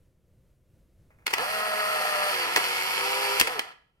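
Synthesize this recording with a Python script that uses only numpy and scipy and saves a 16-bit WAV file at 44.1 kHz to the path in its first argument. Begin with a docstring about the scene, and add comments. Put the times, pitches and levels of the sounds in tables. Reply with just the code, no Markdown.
"""A quiet living room: an instant camera, held at arm's length, takes a picture and ejects the print.
A finger presses the button and the shutter snaps open and shut. A small three-pole motor spins up,
humming and rattling its plastic gear train, labours as the rollers grip the print, and coasts to a
stop while levers clack and a return spring rings in the case."""
import sys
import numpy as np
from scipy import signal
from scipy.fft import rfft, irfft
from scipy.io import wavfile
from scipy.ndimage import uniform_filter1d

SR = 44100
rng = np.random.default_rng(int(sys.argv[2]) if len(sys.argv) > 2 else 0)


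def file_out(sig):
    """Save sig as 16-bit WAV at sys.argv[1]."""
    # one column per channel
    cols = np.atleast_2d(sig).T
    # limit, then scale
    lim = np.clip(cols, -1, 1)
    pcm = np.round(lim * 32767).astype(np.int16)
    wavfile.write(sys.argv[1], SR, pcm)


N = 176400

# the motor's run (time [s], shaft speed [turns/s])
SHAFT_SPEED = [(1.36, 105), (1.408, 156), (1.448, 193), (1.502, 210), (1.542, 212), (1.91, 208),
               (2.0, 205.5), (2.1, 203), (2.3, 198.6), (2.36, 179), (2.42, 172), (2.47, 155), (2.55, 179.5),
               (2.62, 180.5), (2.824, 182), (3.028, 188.3), (3.18, 195), (3.39, 193), (3.455, 140),
               (3.5, 170), (3.535, 166), (3.59, 130), (3.74, 45)]
# how hard the drive works (time [s], gear level [dB], load [0-1])
DRIVE_EFFORT = [(1.3, -90, 0), (1.35, -7, 0.3), (1.385, 5, 0.04), (1.42, 5, 0.01), (1.47, 0, 0.03),
                (1.65, 1.5, 0), (2.28, 3, 0.03), (2.36, .5, 0.49), (2.53, -0.5, 0.5), (2.66, 0.5, 0.97),
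                (2.9, 0, 1), (3.1, -0.5, 0.97), (3.39, -0.5, 0.99), (3.45, -9.5, 1), (3.5, -3.5, 0.08),
                (3.58, -3.5, 0.2), (3.63, -8.5, 0), (3.72, -10, 0.03), (3.76, -43.5, 0.05)]
# stereo image (frequency [Hz], left minus right [dB], left phase lead [rad], likeness [0-1])
STEREO_IMAGE = [(100, 2, 1, 0.93), (350, -2.5, -1.48, .97), (650, -2, 1.32, 0.99), (1240, 2, 1.68, 0.98),
                (2300, -2.5, 2, 0.21), (3830, -4.5, 3.5, .9), (5300, 1.5, 6.5, 0.4), (8300, 4, 9.5, 0.1),
                (11000, 6, 12.5, 0), (15100, 3.5, 18, 0.2)]


def undb(db):
    """Decibels to gain."""
    return 10 ** (np.asarray(db) / 20)


def unit(x):
    """Scale to rms 1."""
    return x / np.sqrt(np.mean(x ** 2))


def curve(table, column=1):
    """One column of a table, joined by straight lines in time."""
    rows = np.array(table, float)
    return np.interp(np.arange(N) / SR, rows[:, 0], rows[:, column])


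def by_freq(table, column=1):
    """One column of a table, joined by straight lines in log frequency."""
    rows = np.array(table, float)
    return np.interp(np.log(np.fft.rfftfreq(N, 1 / SR) + 1), np.log(rows[:, 0]), rows[:, column])


def colour(x, table):
    """Minimum-phase EQ from a table of (frequency [Hz], gain [dB])."""
    cepstrum = irfft(np.log(undb(by_freq(table))), N)
    cepstrum[1:N // 2] *= 2
    cepstrum[N // 2 + 1:] = 0
    return irfft(rfft(x) * np.exp(rfft(cepstrum)), N)


def drift(rate_hz):
    """Smooth random modulation at rms 1."""
    hold = int(SR / rate_hz)
    steps = np.repeat(rng.standard_normal(N // hold + 1), hold)
    return unit(uniform_filter1d(uniform_filter1d(steps, hold), hold)[:N])


def convolve(x, response):
    """Pass a sound through the first second of an impulse response."""
    return signal.fftconvolve(np.atleast_2d(x), response[:, :SR], axes=1)[:, :N]


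def room_tone():
    """A bed of low rumble and thin hiss, nearly mono."""
    # colour of the quiet room (frequency [Hz], gain [dB])
    air_eq = [(20, -7.5), (70, -2), (130, -5.5), (180, -10.5), (262, -18.5), (350, -16.5), (430, -22),
              (500, -17.5), (660, -25), (760, -32.5), (1100, -34.5), (2000, -36.5), (4700, -42.5),
              (13000, -42.5), (16000, -49.5)]
    # its fader (time [s], level [dB])
    fader = [(0, -62.5), (.65, -63.5), (.8, -61), (1.3, -64), (3.7, -72.5), (4, -73)]
    mid, side = (unit(colour(rng.standard_normal(N), air_eq)) for _ in range(2))
    return undb(curve(fader) + drift(11)) * (mid + undb(-15) * side * np.array([[1], [-1]]))


def room_reverb(x, wet_db=-12, build_s=0.0027):
    """Soft reflections off the walls, dying sooner in the treble."""
    # decay of the room (frequency [Hz], t60 [s])
    decays = [(200, 0.43), (1000, 0.46), (3000, 0.43), (8000, .34), (16000, .22)]
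    t = np.arange(N) / SR
    noise, response = rfft(rng.standard_normal((2, N))), 0
    for hz, t60 in decays:
        band = by_freq([(f, float(f == hz)) for f, _ in decays])
        response += irfft(noise * band, N) * np.exp(-np.log(1000) * t / t60)
    response *= 1 - np.exp(-t / build_s)
    return undb(wet_db) * convolve(x, unit(response) / np.sqrt(N))


def button(decay_s=0.035):
    """A finger presses the release button: three faint, dull rubs."""
    # colour of the rub (frequency [Hz], gain [dB])
    rub_eq = [(200, -13), (600, -2), (1600, -4), (2500, -5), (3200, -28.5), (16000, -27)]
    presses = [(1.104, -61.5), (1.186, -63.5), (1.222, -68)]  # (time [s], level [dB])
    t = np.arange(N) / SR
    envelope = sum(undb(db) * (t > at) * np.exp(-np.abs(t - at) / decay_s) for at, db in presses)
    return envelope * unit(colour(rng.standard_normal(N), rub_eq))


def spring(release_s=3.411, level_db=-32):
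    """The return spring is let go and rings on with the case."""
    # ringing modes (frequency [Hz], relative level [dB], t60 [s])
    modes = [(48, -14, 0.16), (95, -13, 0.087), (244.6, -4, 0.085), (468, -7.5, 0.53), (930, -19.5, 0.53),
             (2040, -2.5, 0.26), (2086, 3, 0.4), (3007, -27, 1.2), (3140, -30.5, 1.2), (4590, -6.5, 0.2)]
    t = np.maximum(np.arange(N) / SR - release_s, 0)
    return sum(undb(level_db + db) * np.exp(-np.log(1000) * t / t60) * np.sin(2 * np.pi * hz * t)
               for hz, db, t60 in modes)


def grit():
    """Stereo contact noise: narrow in the bass, wider in the treble."""
    noise = rfft(rng.standard_normal((3, N)))
    likeness = np.clip(by_freq(STEREO_IMAGE, column=3), 0, 1)
    return irfft(np.sqrt(likeness) * noise[0] + np.sqrt(1 - likeness) * noise[1:], N)


def case_ring(x, decay_s=0.013, level_db=-16):
    """The struck case rings briefly: a dense, fast-dying tail."""
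    tail = rng.standard_normal((2, N)) * np.exp(-np.minimum(np.arange(N) / SR / decay_s, 60))
    tail /= np.sqrt(np.sum(tail ** 2, axis=1, keepdims=True))
    return undb(level_db) * convolve(x, tail)


def frame_resonance(x):
    """The case and gear frame favour some narrow bands and swallow others."""
    # peaks and dips (frequency [Hz], width [Hz], gain [dB])
    resonances = [(446, 40, 2.5), (785, 32, 3), (903, 13, 5), (1145, 50, -8), (1546, 120, -9),
                  (1669, 22, 5), (1984, 30, 4), (2194, 35, 3), (2605, 70, 4), (3757, 210, -6.5),
                  (4770, 50, 2), (7573, 45, 4), (7710, 45, 6.5), (9300, 200, 1), (12400, 330, 3.5)]
    for hz, width, db in resonances:
        x = x + (undb(db) - 1) * signal.lfilter(*signal.iirpeak(hz, hz / width, fs=SR), x)
    return x


def clacks(bass_hz=1080, treble_hz=3930):
    """Shutter and levers slide home, each in a short gritty burst that rings the case."""
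    # shutter and lever hits (time [s], bass [dB], mid [dB], treble [dB], rise [ms], decay [ms])
    hits = [(1.2677, -34, -20.5, -23.5, 1.8, 2.7), (1.2786, -34.5, -23.5, -37, 1.5, 4.4),
            (1.308, -42.5, -40, -39, 6.9, 12), (1.333, -32, -37, -35, 2.3, 4.6),
            (1.3373, -31, -19.5, -22.5, 0.45, 5), (1.3826, -35.5, -20.5, -28, 0.41, 1.8),
            (2.5616, -22.5, -16, -17, 0.29, 1.4), (2.5634, -20, -20, -22.5, 0.83, 2.7),
            (2.571, -19, -33, -25, 1, 9.2), (2.979, -32, -21.5, -41, 0.8, 2.6),
            (3.3997, -30, -21, -10.5, 1.5, 2.3), (3.405, -36, -32, -23.5, 2, 4.7),
            (3.4123, -24, -12.5, -10, 0.36, 1.4), (3.4176, -32.5, -21, -38, .5, 4),
            (3.4735, -22.5, -27, -30, 2, 6.4), (3.5935, -31.5, -18.5, -25, .7, 3.5)]
    # colour of a blow on the plastic case (frequency [Hz], gain [dB])
    case_eq = [(60, -31.5), (200, -14.5), (330, 2), (480, 3), (650, -3), (880, 5.5), (1300, 3.5),
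               (1550, 4.5), (2000, 5.5), (2700, 4), (3800, -2.5), (4800, -2), (6500, -9.5), (11000, -10.5),
               (16000, -15.5)]
    rub = colour(grit(), case_eq)
    crossover = [(bass_hz, "low"), ([bass_hz, treble_hz], "band"), (treble_hz, "high")]
    bands = np.array([unit(signal.sosfilt(signal.butter(2, hz, kind, fs=SR, output="sos"), rub))
                      for hz, kind in crossover])
    t, bursts = np.arange(N) / SR, np.zeros((2, N))
    for at, bass_db, mid_db, treble_db, rise_ms, decay_ms in hits:
        span = slice(int((at - .02) * SR), int((at + .06) * SR))
        ms = (t[span] - at) * 1000
        envelope = np.exp(np.minimum(ms / rise_ms, -ms / decay_ms))
        gains = undb([bass_db, mid_db, treble_db]) * [1, -1, 1]  # flipped mid avoids crossover notches
        bursts[:, span] += envelope * np.tensordot(gains, bands[:, :, span], 1)
    return bursts + case_ring(bursts)


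def partials(turns, orders, waver_db=1.5, backlash_turns=.003):
    """Wavering tones locked to the shaft; play in the gears blurs the higher ones."""
    tones = 0
    for order, db in orders:
        gain = undb(db + waver_db * drift(25))
        cycles = order * (turns + backlash_turns * drift(150)) + rng.random()
        tones += gain * np.sin(2 * np.pi * cycles)
    return np.sqrt(2) * tones


def squeal(turns, peak_s=2.42, width_s=0.032, level_db=-35.5):
    """One short squeal that follows the shaft's pitch."""
    # its tones (multiple of shaft speed [x], relative level [dB])
    orders = [(12, 0.5), (13.6, -3), (18, -5), (27, -1)]
    swell = np.exp(-((np.arange(N) / SR - peak_s) / width_s) ** 2)
    return undb(level_db) * swell * partials(turns, orders)


def pinion_whine(turns, load, teeth, level_db=-40):
    """Under load the pinion sings at its tooth rate and the octave above."""
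    gain = np.sqrt(load) * undb(level_db + curve(DRIVE_EFFORT))
    return gain * partials(turns, [(teeth, 0), (2 * teeth, -6)])


def roller_whine(turns):
    """The roller gears whine as they pull the print through."""
    # fader of the whine (time [s], level [dB])
    fader = [(2.26, -110), (2.31, -44), (2.36, -45), (2.5, -48.5), (2.66, -48.5), (2.9, -46.5),
             (3.03, -39.5), (3.38, -39), (3.44, -51.5), (3.55, -100)]
    # gear tones (multiple of shaft speed [x], relative level [dB])
    orders = [(1.74, -17), (2.075, -2.5), (2.664, -4), (3.477, -11.5), (4.15, -0.5), (4.99, -2),
              (6.235, -3.5), (6.85, -7.5), (13.85, -15)]
    return undb(curve(fader)) * partials(turns, orders)


def motor_hum(turns):
    """The motor hums, strongest at the rate of its three poles."""
    # fader of the hum (time [s], level [dB])
    fader = [(1.33, -110), (1.37, -48), (1.405, -32.5), (1.45, -43), (1.54, -34.5), (1.9, -34.5),
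             (2.305, -36), (2.33, -49), (2.42, -42), (2.48, -52.5), (3.38, -51), (3.45, -47.5),
             (3.52, -40.5), (3.585, -40), (3.62, -59.5), (3.75, -100)]
    # motor tones (multiple of shaft speed [x], relative level [dB])
    orders = [(1, -24.5), (2, -17.5), (3, -1.5), (4, -14), (5, -8.5), (6, -4), (6.5, -10.5), (7, -11),
              (8, -9.5), (9, -7.5), (10, -16)]
    return undb(curve(fader)) * partials(turns, orders)


def knocks(cycles, scatter_db, decay_s=.0004):
    """Envelope of one short impact of random size at each whole cycle."""
    sizes, impacts = undb(scatter_db * rng.standard_normal(N)), np.zeros(N)
    at = np.flatnonzero(np.diff(np.floor(cycles)) > 0)
    impacts[at] = sizes[:len(at)]
    return unit(signal.lfilter([1], [1, -np.exp(-1 / (decay_s * SR))], impacts))


def gear_rattle(turns, load, teeth, free_db=-33.5, loaded_db=-28.5):
    """Poles, shaft play and teeth knock on the case; load makes it brighter and adds a roller throb."""
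    # colour of the gears running free (frequency [Hz], gain [dB])
    free_eq = [(100, -31), (200, -24), (300, -22.5), (370, -27.5), (480, -7.5), (580, -13.5), (750, 2),
               (870, -9), (960, -6), (1130, -6.5), (1350, 3.5), (1530, -9.5), (1750, -1.5), (2200, -8.5),
               (2700, -8), (3200, -11), (3750, -17), (4500, -10), (5200, -19), (6400, -24.5), (7600, -27.5),
               (8600, -20), (10300, -21), (12500, -23), (14500, -27.5), (15800, -40)]
    # colour of the gears under load (frequency [Hz], gain [dB])
    loaded_eq = [(100, -28), (200, -21.5), (300, -24), (370, -15.5), (480, -11.5), (580, -15), (750, -8.5),
                 (870, -5), (960, 0.8), (1130, -7.5), (1350, 0.5), (1530, -3), (1750, -4.6), (2200, -3.5),
                 (2700, -3), (3200, -4.5), (3750, -10.5), (4500, -7), (5200, -10.5), (6400, -19),
                 (7600, -18.5), (8600, -20.0), (10300, -16.0), (12500, -18.5), (14500, -24), (15800, -37)]
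    poles = undb(-1) * knocks(3 * turns, scatter_db=1.5)
    shaft_play = undb(-12.5) * knocks(turns, scatter_db=1.5)
    ticks = undb(-4) * knocks(teeth * turns, scatter_db=2)
    thud = colour((poles + shaft_play) * grit(), [(2500, -0.5), (6000, -6)])
    scrape = undb(1 + drift(90))
    force = colour(thud + (ticks + scrape) * grit() / 2, [(2500, 0), (6000, 3.5)])
    roller_ratio, throb_depth = 0.52, 0.16
    throb = 1 + throb_depth * np.cos(2 * np.pi * roller_ratio * turns)
    free = undb(free_db) * np.sqrt(1 - load) * unit(colour(force, free_eq))
    loaded = undb(loaded_db) * np.sqrt(load) * unit(colour(force * throb, loaded_eq))
    rattle = undb(curve(DRIVE_EFFORT)) * (free + loaded)
    # slow gears knock softly: the treble opens fully at 210 turns/s
    brightness = np.clip(curve(SHAFT_SPEED) / 210, 0, 1) ** 2
    dull = signal.sosfilt(signal.butter(1, 2200, fs=SR, output="sos"), rattle)
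    return dull + brightness * (rattle - dull)


def scene():
    """One shaft drives whines and rattle; camera and reverb are spread in stereo over the room tone."""
    flutter, pinion_teeth = 0.0037, 12
    turns = np.cumsum(curve(SHAFT_SPEED) * (1 + flutter * drift(35))) / SR
    load = np.clip(curve(DRIVE_EFFORT, column=2), 0, 1)
    tones = pinion_whine(turns, load, pinion_teeth) + squeal(turns)
    tones += motor_hum(turns) + roller_whine(turns)
    clatter = frame_resonance(gear_rattle(turns, load, pinion_teeth) + clacks())
    camera = tones + clatter + spring() + button()
    sides = np.array([[1], [-1]]) / 2
    pan = undb(sides * by_freq(STEREO_IMAGE))
    phase_lead = np.exp(1j * sides * by_freq(STEREO_IMAGE, column=2))
    return irfft(rfft(camera + room_reverb(camera)) * pan * phase_lead, N) + room_tone()


def record(dry):
    """Clip at full scale, then cut the top steeply at 15.9 kHz."""
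    high_cut = signal.ellip(10, .2, 80, 15900, fs=SR, output="sos")
    return signal.sosfilt(high_cut, np.clip(dry, -1, 1))


dry = scene()
out = record(dry)
file_out(out)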